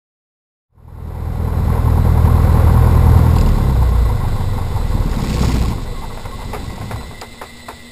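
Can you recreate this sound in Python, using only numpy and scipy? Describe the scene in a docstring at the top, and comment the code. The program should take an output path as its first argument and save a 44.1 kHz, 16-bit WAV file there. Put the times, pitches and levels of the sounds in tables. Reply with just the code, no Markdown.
"""Light aircraft engine shutting down

Inside the cabin, on a camera's microphone. The sound fades in on a four-cylinder engine at idle, then
the fuel is cut. The engine runs down, shudders on its mounts so that the cabin rattles, and clacks
through its last compressions. The instrument gyros whine on. The camera holds each sample at a low
rate, which mirrors the sound into the treble."""
import sys
import numpy as np
from scipy import signal
from scipy.fft import rfft, irfft, next_fast_len
from scipy.io import wavfile
from scipy.ndimage import map_coordinates

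SR = 44100
rng = np.random.default_rng(int(sys.argv[2]) if len(sys.argv) > 2 else 0)


def wav_out(sig):
    """Save sig, one row per channel (or a flat mono array), as 16-bit PCM at SR to the path in sys.argv[1]."""
    wavfile.write(sys.argv[1], SR, np.round(np.clip(np.atleast_2d(sig).T, -1, 1) * 32767).astype(np.int16))


N = 349139
FUEL_CUT_S = 3.37

# Relative strength of each of the four cylinders; each engine noise scales it to its own dB.
CYLINDERS = [-0.44,0.037,0.8,0.22]
# Tone of the loose fittings around the cabin. Each row: frequency in Hz, gain in dB.
FITTINGS = [(500,4),(1400,-2),(2200,5),(3000,0.5),(4000,3),(4800,4),(5600,1.5)]


def amp(db):
    """Decibels to gain."""
    return 10 ** (np.asarray(db) / 20)


def unit(x):
    """Scale to rms 1."""
    return x / np.sqrt(np.mean(x ** 2) + 1e-20)


def curve(points):
    """One value per sample along (seconds, value) points."""
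    return np.interp(np.arange(N) / SR, *np.transpose(points))


def wobble(rate):
    """A smooth random curve of rms 1, with rate knots a second."""
    knots = rng.standard_normal(int(N * rate / SR) + 4)
    return unit(map_coordinates(knots, [np.arange(N) * rate / SR]))


def filtered(x, response):
    """x through a complex response, given as a function of Hz."""
    size = 2 * next_fast_len(N // 2 + SR // 4)
    return irfft(rfft(x, size) * response(np.fft.rfftfreq(size, 1 / SR)), size)[:N]


def coloured(x, points):
    """x through a minimum-phase filter with the gain of (Hz, dB) points."""
    f, db = np.transpose(points)
    def response(hz):
        gain = amp(np.interp(np.log(hz + 1), np.log(f + 1), db))
        cepstrum = irfft(np.log(gain))
        half = len(cepstrum) // 2
        cepstrum[1:half] *= 2
        cepstrum[half + 1:] = 0
        return np.exp(rfft(cepstrum))
    return filtered(x, response)


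def resonance(f, hz, width):
    """Causal response of one mode."""
    return 1j * f * width / (hz * hz - f * f + 1j * f * width)


def ringing(x, modes):
    """x through (Hz, width in Hz, dB) resonances of alternating sign."""
    return filtered(x, lambda f: sum((-1) ** k * amp(db) * resonance(f, hz, width)
                                     for k, (hz, width, db) in enumerate(modes)))


def add(track, s, sound):
    """Mix a sound into a track at s seconds."""
    part = track[max(round(s * SR), 0):][:len(sound)]
    part += sound[:len(part)]


def burst(attack_s, t60_s):
    """Noise that rises and dies."""
    t = np.arange(SR // 4) / SR
    return rng.standard_normal(len(t)) * (1 - np.exp(-t / attack_s)) * np.exp(-np.log(1000) * t / t60_s)


def fade_in(rise_s, start_s=0.68):
    """Gain that opens from silence to 1."""
    age = np.maximum(np.arange(N) / SR - start_s, 0)
    return 1 - np.exp(-(age / rise_s) ** 1.78)


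def firing(die_s):
    """1 while the cylinders fire, falling to 0 around the fuel cut."""
    return .5 - .5 * np.tanh((np.arange(N) / SR - FUEL_CUT_S) / die_s)


def drive(rate, coast_db, firing_db, knee_hz, steep):
    """Gain of an engine noise: shifted while firing, dying away as the stroke rate sinks below a knee."""
    return amp(coast_db + firing_db * firing(die_s=.2)) / np.sqrt(1 + (knee_hz / rate) ** steep)


def stroke_noise(crank, rise, fall, own, rough, scatter_db, uneven):
    """A swell of noise per stroke, shaped in crank angle so that it stretches as the engine slows."""
    stroke, angle = np.floor(crank).astype(int), crank % 1
    cylinder = stroke % len(CYLINDERS)
    age = np.arange(N) - np.searchsorted(stroke, stroke)
    # Part is alike for all strokes, part is each cylinder's own, the rough part is new every time.
    voices = rng.standard_normal(SR) + own * rng.standard_normal((len(CYLINDERS), SR))
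    scatter = scatter_db * rng.standard_normal(stroke[-1] + 1)
    noise = voices[cylinder, age % SR] + rough * rng.standard_normal(N)
    size = amp(uneven * np.array(CYLINDERS)[cylinder] + scatter[stroke])
    swell = (1 - np.exp(-angle / rise)) * np.exp(-angle / fall)
    return unit(size * swell * noise)


def drone(crank, rate):
    """Exhaust and propeller drone: each order swells as it sweeps down through a cabin resonance."""
    # Each row: multiple of the stroke rate, coasting level in dB, change in dB while firing.
    orders = [(1, -11.5, -0.5), (2, -17.5, 6), (3, -29.5, 7.5), (4, -29, -2)]
    # The cabin's response. Each row: frequency in Hz, gain in dB.
    cabin_gain = [(10, -34.5), (14.5, -22.5), (24.5, -7.5), (30, -14.5), (37, 0), (40.5, -4.5), (44, -59),
                  (53, -17), (57.5, 9.5), (65, 4), (73, -16.5), (81, -1.5), (103, 3), (150, -7.5)]
    hz, gain_db = np.transpose(cabin_gain)
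    # At idle the orders line up into one pressure dip per stroke; coasting, they drift into a sway.
    dip = crank - .23
    drift = curve([(3.3, 0), (4.5, .25)])
    burning, out = firing(die_s=0.069), np.zeros(N)
    for order, coast_db, firing_db in orders:
        cabin_db = np.interp(order * rate, hz, gain_db)
        level_db = coast_db + firing_db * burning + cabin_db + 0.17 * wobble(13)
        out -= amp(level_db) * np.cos(2 * np.pi * (order * dip - drift * (order - 1) ** 2))
    return np.sqrt(2) * out


def cabin_boom(crank, rate, shudder):
    """Uneven shoves of the engine on its mounts ring the low modes of the cabin."""
    # Air and frame modes. Each row: frequency in Hz, width in Hz, gain in dB.
    modes = [(28.4, 3, -14), (59.1, 6.5, -2.5), (103.8, 36, 1), (110.7, 56, -4)]
    starts = np.flatnonzero(np.diff(np.floor(crank)))
    shove_db = 0.37 * np.resize(CYLINDERS, len(starts)) + 2.3 * rng.standard_normal(len(starts))
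    shoves = np.zeros(N)
    shoves[starts] = amp(shove_db) / np.sqrt(rate[starts])
    push = unit(shoves) + rng.standard_normal(N)
    boom = unit(filtered(ringing(push, modes), lambda hz: 1 / (1 + (hz / 190) ** 4)))
    return boom * np.hypot(shudder, drive(rate, coast_db=-18, firing_db=3, knee_hz=21.4, steep=4.4))


def panel_drumming(crank, rate, shudder):
    """Every stroke drums on the panels around the microphone."""
    # Tone of the panels. Each row: frequency in Hz, gain in dB.
    panels = [(60, -66), (115, -5), (145, 2), (185, 1.5), (215, 0), (245, -1.5), (290, -9), (350, -10),
              (430, -15.5), (700, -41.5)]
    beats = stroke_noise(crank, rise=0.079, fall=1.0, own=0.52, rough=0.94, scatter_db=1.2, uneven=0.27)
    running = drive(rate, coast_db=-27, firing_db=7.5, knee_hz=24.3, steep=2.7)
    return np.hypot(shudder, running) * unit(coloured(beats, panels))


def valve_clatter(crank, rate, shudder):
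    """The valve gear taps a quarter of the way into each stroke."""
    # Tone of the valve gear. Each row: frequency in Hz, gain in dB.
    valves = [(250, -27.5), (370, -1), (480, 5), (570, 0), (640, -4), (750, -0.5), (960, -1), (1090, -0.5),
              (1220, -11), (1420, -7.5), (1700, -15.5), (2100, -15.5), (2800, -27), (5600, -33)]
    lagged = crank - .25 + len(CYLINDERS)
    taps = stroke_noise(lagged, rise=0.07, fall=1.3, own=1.3, rough=1.6, scatter_db=1.1, uneven=.4)
    clatter = unit(coloured(taps + .5 * rng.standard_normal(N), valves))
    running = drive(rate, coast_db=-30.5, firing_db=6, knee_hz=18.1, steep=3.5)
    return np.hypot(amp(-14.5) * shudder, running) * clatter


def gas_puffs(crank, rate):
    """Gas rushes through the valves; the intake hoots once a cycle, standing out as other noise drops."""
    # Each row: place in the four-stroke cycle and half length, both in strokes, pitch and width in Hz,
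    # relative level in dB at idle and when coasting.
    puffs = [(2.3, .25, 470, 130, -1, -6), (2.8, .27, 1080, 45, -10, 3), (2.59, .2, 950, 350, -3, -9),
             (3.65, .22, 900, 260, 3.5, 1.5), (.5, .15, 1050, 310, -2, -4), (.35, .14, 450, 140, -5, -3)]
    coast_share = curve([(3.3, 0.23), (4.1, 0.66)])
    out = np.zeros(N)
    for stroke, half_length, hz, width, idle_db, coast_db in puffs:
        away = (crank - stroke + 2) % len(CYLINDERS) - 2
        swell = np.exp(-.5 * (away / half_length) ** 2)
        rush = unit(filtered(rng.standard_normal(N), lambda f: resonance(f, hz, width) ** 2))
        out += amp(idle_db + coast_share * (coast_db - idle_db)) * swell * rush
    return out * drive(rate, coast_db=-31.5, firing_db=5, knee_hz=11.5, steep=6)


def gyros():
    """Spinning instrument gyros: rotor hum, clean tones, wavering tones and bearing hiss."""
    # Steady whine. 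Each row: frequency in Hz, level in dB.
    steady_tones = [(2659, -62), (3467, -56), (3655, -55), (3752, -57), (3898, -57), (4054, -58.5),
                    (4226, -65.5), (5179, -62.5)]
    # Wavering whine. Each row: frequency in Hz, width in Hz, level in dB before the swell.
    wavering_tones = [(236.5, 34, -59.5), (1958, 45, -53), (2058, 45, -53.5), (4040, 40, -57.5)]
    # Swell of the wavering whine. Each row: time in seconds, gain in dB.
    swell = [(1, 4), (6, 2), (6.7, 5.5)]
    hum_hz, hum_db = 237, -45.5
    phase_per_hz = 2 * np.pi * np.arange(N) / SR
    tones = sum(amp(db + 0.4 * wobble(4.5)) * np.sin(hz * phase_per_hz + 1.5 * wobble(4))
                for hz, db in [(hum_hz, hum_db), *steady_tones])
    waver = np.zeros(N)
    for hz, width, db in wavering_tones:
        phase = hz * phase_per_hz
        waver += amp(db) * (wobble(width) * np.sin(phase) + wobble(width) * np.cos(phase))
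    # Tone of the bearing hiss. Each row: frequency in Hz, gain in dB.
    bearings = [(25,6),(90,9.5),(200,-8),(400,-2),(1000,-7.5),(1500,-12.5),(2600,-11.5),(3800,-11.5),(4600,-9.5),(5600,-18)]
    hiss = amp(-40 + 0.87 * wobble(17)) * unit(coloured(rng.standard_normal(N), bearings))
    return np.sqrt(2) * tones + amp(curve(swell)) * waver + hiss


def shudders():
    """The engine shakes on its mounts in swells; gives the gains of boom, drumming and rattle."""
    # Each row: centre and half length in seconds, then boom, drumming and rattle levels in dB.
    shakes = [(3.4, 0.34, -20, -22, -43), (5.008, 0.12, -24, -25.5, -53), (5.423, 0.19, -23, -18.5, -26.5),
              (5.666, .06, -18.5, -30, -45), (6.72, 0.24, -27, -30.5, -44.5), (7.002, 0.079, -29, -36, -58)]
    t = np.arange(N) / SR
    power = sum(np.outer(amp(levels) ** 2, np.exp(-((t - s) / half) ** 2)) for s, half, *levels in shakes)
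    return np.sqrt(power)


def rattle(rate, shudder, per_second=420, spread_db=15, decay_s=.0016):
    """Loose fittings chatter in dense tiny hits, most in the shudders."""
    hits = (rng.random(N) < per_second / SR) * amp(spread_db * rng.random(N))
    decay = np.exp(-np.arange(SR // 20) / SR / decay_s)
    energy = np.abs(signal.fftconvolve(hits ** 2, decay)[:N])
    chatter = unit(coloured(np.sqrt(energy) * rng.standard_normal(N), FITTINGS))
    return chatter * np.hypot(shudder, drive(rate, coast_db=-45.5, firing_db=-10, knee_hz=6.1, steep=5.1))


def fitting_clicks():
    """A few sharp hits ring small, loose metal fittings."""
    # Each row: start in seconds, relative level in dB.
    clicks = [(3.3604, -23), (3.384, -21), (3.4101, -21.5), (3.4607, -25), (3.4884, -24.5), (5.2997, -22),
              (5.3292, -26), (7.213, -21)]
    # Modes of a fitting. Each row: frequency in Hz, width in Hz, gain in dB.
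    modes = [(2740, 240, -4.5), (4830, 420, 1.5)]
    hits = np.zeros(N)
    for s, db in clicks:
        add(hits, s, amp(db) * burst(attack_s=0.0005, t60_s=0.025))
    return amp(9.5) * ringing(hits, modes) + amp(-4) * coloured(hits, FITTINGS)


def coasting_knocks(crank, from_s=3.7, until_s=5.9):
    """(seconds, dB) of the knocks that return at the same crank angles while the engine coasts."""
    # Each row: place in the four-stroke cycle in strokes, relative level in dB.
    cycle_knocks = [(0.45, -30), (1.6, -31), (3.52, -24)]
    knocks = [(np.searchsorted(crank, cycle + stroke) / SR, db)
              for cycle in np.arange(0, crank[-1], len(CYLINDERS)) for stroke, db in cycle_knocks]
    return [(s, db) for s, db in knocks if from_s < s < until_s]


def engine_clacks(crank):
    """The slowing engine knocks and the magneto coupling snaps on the last turns: clack, then rebound."""
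    # Single clacks in the big shudder and last turns. Each row: start in seconds, relative level in dB.
    clacks = [(5.129, -20), (5.429, -17), (5.552, -18.5), (5.614, -18.5), (6.037, -22), (6.171, -20),
              (6.251, -19.5), (6.416, -21), (6.531, -16), (6.544, -16.5), (6.639, -25), (6.698, -22),
              (6.774, -21.5), (6.811, -19.5), (6.909, -16), (6.956, -21), (7.005, -21), (7.107, -21),
              (7.216, -17.5), (7.413, -16.5), (7.683, -16.5)]
    # Tone of a soft blow and of a hard, brighter one. Each row: frequency in Hz, gain in dB.
    soft_tone = [(250,-42),(400,-8),(520,-9.5),(640,0),(850,-3.5),(1080,3),(1220,-17),(1450,-19),(1800,-20),(2500,-21),(3500,-37)]
    hard_tone = [(160, -28), (280, -9), (323, -17), (412, 1), (560, -4.5), (830, 0), (1230, -6.5),
                 (1370, -6.5), (2000, -15.5), (2190, -13.5), (3200, -34), (4160, -31), (7040, -120)]
    soft, hard = np.zeros(N), np.zeros(N)
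    for s, db in clacks + coasting_knocks(crank):
        hardness = np.clip((db + 22.5) / 8, 0, 1)
        for track, share in ((soft, 1 - hardness), (hard, hardness)):
            add(track, s, amp(db) * np.sqrt(share) * burst(attack_s=0.0019, t60_s=0.09))
            add(track, s + .017, amp(db - 5.5) * np.sqrt(share) * burst(attack_s=0.0093, t60_s=0.11))
    body = amp(7.5) * coloured(soft, soft_tone) + amp(13.5) * coloured(hard, hard_tone)
    return body + amp(-15.5) * coloured(hard, FITTINGS)


def scene():
    """The cabin in mono: the crankshaft paces the engine; the gyros fade in a little behind it."""
    # Engine speed. Each row: time in seconds, compression strokes per second.
    speed = [(.7,40.2),(2,40.15),(3.1,40.4),(3.3,41),(3.7,32.8),(4.25,25.6),(4.7,21.1),(5.3,16.3),(6,11.8),(6.6,8.8),(7.2,5.4),(7.9,3)]
    rate = curve(speed)
    crank = np.cumsum(rate) / SR  # angle, counted in strokes
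    boom_shudder, panel_shudder, rattle_shudder = shudders()
    whine = gyros()
    fittings = rattle(rate, rattle_shudder) + fitting_clicks()
    engine = drone(crank, rate) + panel_drumming(crank, rate, panel_shudder)
    engine += valve_clatter(crank, rate, panel_shudder) + cabin_boom(crank, rate, boom_shudder)
    engine += gas_puffs(crank, rate) + engine_clacks(crank)
    return (fade_in(rise_s=1.13) * (engine + fittings) + fade_in(rise_s=1.3) * whine)[None]


def record(dry):
    """The camera keeps a narrow band and mirrors it around its sample-hold rate."""
    band_hz, hold_hz, top_hz = 5600, 12000, 15400
    band = filtered(dry[0], lambda hz: 1 / np.sqrt(1 + (hz / band_hz) ** 44))
    mirror = band * 2 * np.cos(2 * np.pi * hold_hz * np.arange(N) / SR)
    held = band + filtered(mirror, lambda hz: (hz - hold_hz) / np.maximum(hz, hold_hz / 2))
    limited = held / (1 + held ** 8) ** (1 / 8)  # a soft limiter keeps the output from clipping
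    return filtered(limited, lambda hz: hz < top_hz)[None]


dry = scene()
out = record(dry)
wav_out(out)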